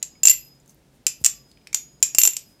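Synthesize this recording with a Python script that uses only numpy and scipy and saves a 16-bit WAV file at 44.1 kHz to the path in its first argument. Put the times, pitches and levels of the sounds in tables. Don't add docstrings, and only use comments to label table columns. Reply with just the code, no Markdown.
import sys
import numpy as np
from scipy import signal
from scipy.fft import rfft, irfft
from scipy.io import wavfile
from scipy.ndimage import uniform_filter1d

SR = 44100
rng = np.random.default_rng(int(sys.argv[2]) if len(sys.argv) > 2 else 0)


def level_to_linear(level):
    exponent = np.asarray(level, float) / 20
    return 10 ** exponent


def pcm_store(signal):
    levels = np.round(np.clip(np.atleast_2d(signal), -1, 1) * 32767)
    wavfile.write(sys.argv[1], SR, levels.astype(np.int16).T)


N = 114660

# start_s, crack_db, main_ring_db, high_ring_db, free_s
CHATTER = [(.2330, -11, -10, -30, .010), (0.2539, -8, -3, -16.5, .006), (0.2714, -9, 1.5, -25.5, .0095),
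           (0.2831, -5.5, -11, -22.5, .003), (0.2892, -42, -18.5, -28, .004), (0.297, -6, -8, -21.5, .002),
           (0.302, -28.5, -7.5, -18.5, 0.0099), (0.3122, -12, -12.5, -29.5, .006),
           (2.1480, -16.5, -16.5, -40.5, 0.0033), (2.1844, -2.5, -5, -9, 0.0052),
           (2.1993, -49, -20, -39, .008), (2.2159, -11, -6.5, -24, 0.0041), (2.2346, -8, -6, -14.5, 0.0052),
           (2.252, -8, -5, -19, .008), (2.2748, -10, -5, -28.5, 0.0015),
           (2.3340, -31.5, -27, -51.5, 0.0051)]
# start_s, crack_db, ring_db, free_s
CLAPS = [(0.0271, -23, -41, 0.0022), (0.028, -19, -14, .001), (1.0810, -27.5, -20, .002),
         (1.24, -35, -39.5, 0.0018), (1.2456, -6.5, -9.5, .003), (1.2545, -13.5, -17, 0.0041),
         (1.2605, -12, -7, 0.0017), (1.2627, -9.5, -1, 0.0014), (1.7290, -28.5, -33, 0.0049),
         (1.7443, -17, -23, 0.00078), (1.7457, -9.5, -7.5, .001), (2.367, -26, -20, 0.0012),
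         (2.367, -17.5, -16.5, .001)]
# start_s, crack_db, ring_db, high_ring_db, free_s
SLAPS = [
    (1.0666, -8.5, -15, -44, .008),
    (1.0700, -20, -17, -56, .014),
    (1.2627, -30.5, -26, -44.5, .01),
    (1.7463, -27.5, -21.5, -35, .01),
    (2.027, -8, -7, -43, .012),
    (2.0285, -7.5, -16, -47, 0.0031),
    (2.0642, -36, -26.5, -48.5, .004),
]
OPPOSED = [.233, .2717, .3018, .3123]
# pitch_hz, level_db, t60_s (time to fade by 60 dB)
MAIN_TONES = [(2500, -29, .05), (2640, -29, .08), (2722, -19, .17), (2778, -21, .14), (2880, -31, .06),
              (5464, -28, .08), (7247, -3, .11), (7340, -1, .1), (7600, -20, .05), (6950, -18, .05)]
HIGH_TONES = [(12256, 0, .17), (12335, -6, .14), (12420, -10, .1), (14905, -20, .1), (11750, -20, .03),
              (12620, -12, .1)]
GRIPPED_TONES = [(2490, -25.5, 0.059), (2640, -29.5, .05), (4670, -19, 0.015), (5270, -16, 0.033),
                 (5940, -14.5, 0.027), (6650, -9.5, .06), (6866, -4.5, .05), (7200, -1.5, 0.15),
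                 (7340, -3, 0.1), (7455, -7.5, 0.098), (7930, -10, 0.034), (8450, -14, 0.018),
                 (8790, -16, 0.013), (12300, -18, .06)]
LONE_TONES = [(2450, -26.5, .05), (2530, -26.5, .05), (2610, -30.5, .08), (3500, -30, 0.12),
              (5220, -25, 0.044), (5470, -27.5, 0.066), (5880, -18.5, .04), (7270, -2, 0.063),
              (7430, -14, .15), (7710, -15, .04), (8160, -22, .05), (11000, -25.5, .07), (12750, -27, .07),
              (15300, -33.5, .1)]
# pitch_hz, level_db
CRACK_COLOUR = [(100, -61.5), (1400, -26.5), (2600, -11.5), (3700, -17), (5200, -7), (7000, 0.5),
                (10000, -14.5), (15000, -17), (16500, -50.5)]
# pitch_hz, level_db
RATTLE_COLOUR = [(1000, 0), (7600, 0.5), (9600, -8.5), (12200, 5.5), (13600, -17.5), (15000, 1), (16500, 0)]
# start_s, level_db, t60_s
KNOCKS = [(.0284, -49, .02), (.233, -44, 0.023), (.272, -43, .02), (1.0681, -45.5, .02), (1.262, -35, .02),
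          (1.746, -38.5, 0.018), (2.027, -36.5, 0.018), (2.148, -37.5, 0.017), (2.185, -36.5, .02),
          (2.2347, -36.5, 0.025), (2.2522, -35, 0.018), (2.2752, -29, 0.0168), (2.367, -45, 0.017)]
# pitch_hz, level_db
KNOCK_COLOUR = [(80, -18.5), (400, -0.5), (1100, 0.5), (2500, -10.5), (6000, -41.5)]
# start_s, level_db
GLANCES = [
    (.2332, -26),
    (1.2455, -31),
    (2.148, -29),
    (2.275, -35),
]
# start_s, low_tone_db, high_tone_db, free_s
SINGS = [
    (-.05, -64, -48, 0.09),
    (.028, -52.5, -44, 0.17),
    (0.33, -44.5, -45, 0.23),
    (1.067, -56.5, -53, 0.17),
    (1.27, -48, -46, 0.37),
    (1.746, -56, -31.5, 0.36),
    (2.027, -66, -29.5, 0.13),
    (2.275, -65, -49, 0.098),
    (2.38, -54, -59, .3),
]
# pitch_hz, level_db, t60_s
BLADE_TONES = [(5020, 0, 1.1), (5041, -7, .8), (6761, 0, .45), (6785, -9, .3)]
# start_s, level_db, pitch_hz, t60_s
LATCH = (1.263, -59, 1150, .6)
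# start_s, level_db, pitch_hz, t60_s
TICKS = [(0.019, -45.5, 2280, .01), (.154, -51.5, 2250, 0.042), (.313, -38.5, 2036, 0.14),
         (.458, -52.5, 11900, 0.0051), (.484, -52.5, 6010, 0.014), (0.55, -57.5, 7000, 0.043),
         (.6, -53, 7060, 0.033), (.66, -51.5, 7200, 0.026), (.678, -47, 6500, 0.0088),
         (.695, -45, 6300, 0.018), (.745, -45.5, 11900, .004), (1.204, -46.5, 12200, .004),
         (1.216, -43, 12000, 0.0036), (1.24, -41.5, 13000, 0.0039), (1.515, -42, 4460, 0.0073),
         (1.573, -47, 2450, 0.01), (1.613, -50, 2370, 0.026), (1.671, -33.5, 2430, 0.011),
         (1.672, -31.5, 5160, 0.0084), (1.730, -28.5, 2310, 0.023), (1.931, -56.5, 11000, .004),
         (2.004, -48, 7400, .006), (2.596, -47, 2600, 0.015)]
# middle_s, length_s, level_db
BRUSHES = [
    (.46, .03, -60.5),
    (0.701, .04, -58),
    (0.956, 0.045, -68),
    (1.218, .04, -58),
    (1.499, .05, -68),
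    (2.502, .1, -63),
]
# pitch_hz, level_db
BRUSH_COLOUR = [(1000, -27), (4000, -6), (7000, 1.5), (12000, -2.5), (16000, -4.5)]
# start_s, level_db, pitch_hz, t60_s
THUMPS = [
    (1.2135, -36, 67.8, 0.092),
]
# pitch_hz, t60_s
ROOM_FADE = [(300, 0.13), (2500, 0.3), (7000, 0.21), (9500, .12), (12200, 0.33), (13600, 0.064),
             (15000, 0.092)]
# pitch_hz, level_db (per Hz)
HUSH_COLOUR = [(20, -30.5), (50, -1), (90, -14), (140, -5.5), (300, -10), (700, -19.5), (1200, -26.5),
               (6500, -31), (15500, -39.5)]

CRACK_T60_S, GRIP_T60_S = 0.016, 0.028
LINGER_T60_S, LINGER_DB = 0.19, -27.5
MODE_SPREAD_DB, DETUNE = 3.0, 0.0022
FLUTTER_DB = 2.2
STIFLE_DB = -11.5
HALF_BEAT_S = 0.5 / (7340 - 7247)
SWELL_S = 0.082
ROOM_DB, ROOM_GAP_S = -12, 0.0029
HUSH_DB = -58.5
HUM_HZ, HUM_WIDTH_HZ, HUM_DB = 137, 6.1, -65.5


def evened(x):
    return x / np.sqrt(np.mean(x ** 2) + 1e-20)


def read(points, hz):
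    f, value = np.transpose(points)
    return np.interp(np.log(hz + 1), np.log(f + 1), value)


def coloured(x, points):
    hz = np.fft.rfftfreq(len(x), 1 / SR)
    return irfft(rfft(x) * level_to_linear(read(points, hz)), len(x))


def add(mix, s, sound):
    at = round(s * SR)
    sound = sound[max(-at, 0):]
    part = mix[max(at, 0):][:len(sound)]
    part += sound[:len(part)]


def ring(modes, free_s, spread_db, seconds=.5, grip_t60=GRIP_T60_S, lead_s=0):
    t = np.arange(0, seconds, 1 / SR)
    hz, db, t60 = np.transpose(modes)[:, :, None]
    uneven, off_pitch = rng.standard_normal((2, len(modes), 1))
    size = level_to_linear(db + spread_db * uneven)
    pitch = hz * (1 + DETUNE * spread_db / 4 * off_pitch)
    waves = size * level_to_linear(-60 * t / t60) * np.sin(2 * np.pi * pitch * (t + lead_s))

    drift = rng.standard_normal(waves.shape)
    for _ in range(2):
        drift = uniform_filter1d(drift, size=len(t) // 25, axis=1)
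    waves = waves * level_to_linear(FLUTTER_DB * evened(drift))

    held_s = np.maximum(t - free_s, 0)
    damping = level_to_linear(-60 * held_s / grip_t60) + level_to_linear(LINGER_DB - 60 * t / LINGER_T60_S)
    onset = np.minimum(t / 0.0004, 1)
    return waves.sum(0) / np.linalg.norm(size) * damping * onset


def crack(t60, points):
    t = np.arange(4096) / SR
    snap = evened(coloured(rng.standard_normal(4096), points))
    rattle = coloured(snap, RATTLE_COLOUR) * level_to_linear(-23.5 - 60 * t / (8 * t60))
    onset = np.minimum(t / 0.00014, 1)
    return (snap * level_to_linear(-60 * t / t60) + rattle) * onset


def chatter():
    out = np.zeros(N)
    following = CHATTER[1:] + [(N, 0)]
    for (s, crack_db, main_db, high_db, free_s), after in zip(CHATTER, following):
        lead_s = HALF_BEAT_S * np.isclose(s, OPPOSED, atol=.003).any()
        main = level_to_linear(main_db) * ring(MAIN_TONES, free_s, 1.7, .2, GRIP_T60_S, lead_s)
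        high = level_to_linear(high_db) * ring(HIGH_TONES, .02, MODE_SPREAD_DB, .2, .08)
        rings = main + high
        since_next_s = np.arange(len(rings)) / SR + s - after[0]
        stifled = np.clip(since_next_s / .001, 0, 1) * (after[1] > -25)
        add(out, s, rings * level_to_linear(STIFLE_DB * stifled))
        add(out, s, level_to_linear(crack_db) * crack(CRACK_T60_S, CRACK_COLOUR))
    return out


def claps():
    out = np.zeros(N)
    for s, crack_db, ring_db, free_s in CLAPS:
        add(out, s, level_to_linear(crack_db) * crack(CRACK_T60_S, CRACK_COLOUR))
        add(out, s, level_to_linear(ring_db) * ring(GRIPPED_TONES, free_s, 2.8, .2, .012))
    return out


def slaps():
    out = np.zeros(N)
    for s, crack_db, ring_db, high_db, free_s in SLAPS:
        add(out, s, level_to_linear(crack_db) * crack(CRACK_T60_S, CRACK_COLOUR))
        add(out, s, level_to_linear(ring_db) * ring(LONE_TONES, free_s, 2.8, .2, 0.085))
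        add(out, s, level_to_linear(high_db) * ring(HIGH_TONES, 0.026, 3.8, .2, .1))
    return out


def knocks():
    out = np.zeros(N)
    for s, db, t60 in KNOCKS:
        add(out, s, level_to_linear(db) * crack(t60, KNOCK_COLOUR))
    for s, db in GLANCES:
        add(out, s, level_to_linear(db) * ring(HIGH_TONES[3:4], 0.013, 0, 0.23))
    return out


def blade():
    out = np.zeros(N)
    for s, low_db, high_db, free_s in SINGS:
        low = ring(BLADE_TONES[:2], free_s, 0, .6, 0.26)
        high = ring(BLADE_TONES[2:], free_s, 0, .6, .06)
        swell = np.minimum(np.arange(len(low)) / SR / SWELL_S, 1) ** 2
        add(out, s, level_to_linear(low_db) * swell * low + level_to_linear(high_db) * high)
    return out


def latch():
    out = np.zeros(N)
    s, db, hz, t60 = LATCH
    add(out, s, level_to_linear(db) * ring([(hz, 0, t60)], 1, 0, 0.27))
    return out


def pins():
    out = np.zeros(N)
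    for s, db, hz, t60 in TICKS:
        colour = [(hz / 9, -50), (hz / 2, -16), (hz, 0), (hz * 2, -7), (hz * 4, -30)]
        add(out, s, level_to_linear(db - 6) * crack(0.014, colour))
        add(out, s, level_to_linear(db) * ring([(hz, -3, t60)], 1, 0, 0.18))
    return out


def fingers():
    grains = rng.standard_normal(N) * level_to_linear(2 * rng.exponential(1, N))
    hiss = evened(coloured(grains, BRUSH_COLOUR))
    t = np.arange(N) / SR
    strokes = sum(level_to_linear(db) * np.exp(-(2 * (t - s) / length) ** 2) for s, length, db in BRUSHES)
    return hiss * strokes


def palm():
    out = np.zeros(N)
    t = np.arange(4000) / SR
    for s, db, hz, t60 in THUMPS:
        turns = np.cumsum(hz * (1 + 4 * np.exp(-t / 0.0028))) / SR
        add(out, s, level_to_linear(db - 60 * t / t60) * np.sin(2 * np.pi * turns))
    return out


def room(x):
    length = SR // 2
    taps = np.zeros((2, length))
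    at = np.arange(0, length - 20, 20) + rng.integers(0, 20, (2, (length - 1) // 20))
    np.put_along_axis(taps, at, rng.choice([-1., 1.], at.shape), 1)
    taps *= np.clip(np.arange(length) / SR / ROOM_GAP_S - 1, 0, 1)

    hz, t, z = signal.stft(taps, SR, nperseg=128)
    fade = level_to_linear(-60 * t / read(ROOM_FADE, hz)[:, None])
    tail = signal.istft(z * fade, SR, nperseg=128)[1]

    turn = 2 * np.pi * 11 * np.arange(N) / SR
    feeds = x * np.array([np.sin(turn), np.cos(turn)])
    return signal.fftconvolve(feeds, tail / np.linalg.norm(tail[0]), axes=1)[:, :N].sum(0)


def hush():
    hiss = evened(coloured(rng.standard_normal(N), HUSH_COLOUR))
    hz = np.fft.rfftfreq(N, 1 / SR)
    narrow = 1 / (1 + ((hz - HUM_HZ) / HUM_WIDTH_HZ) ** 2)
    hum = evened(irfft(rfft(rng.standard_normal(N)) * narrow, N))
    return level_to_linear(HUSH_DB) * hiss + level_to_linear(HUM_DB) * hum


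def scene():
    handles = chatter() + claps() + slaps()
    near = handles + knocks() + pins() + fingers() + palm()
    singing = blade() + latch()
    return (near + singing + level_to_linear(ROOM_DB) * room(near) + hush())[None]


def top_cut(x):
    return signal.sosfilt(signal.butter(12, 15650, fs=SR, output="sos"), x)


def record(dry):
    ceiling = .99
    return top_cut(np.clip(dry, -ceiling, ceiling))


dry = scene()
out = record(dry)
pcm_store(out)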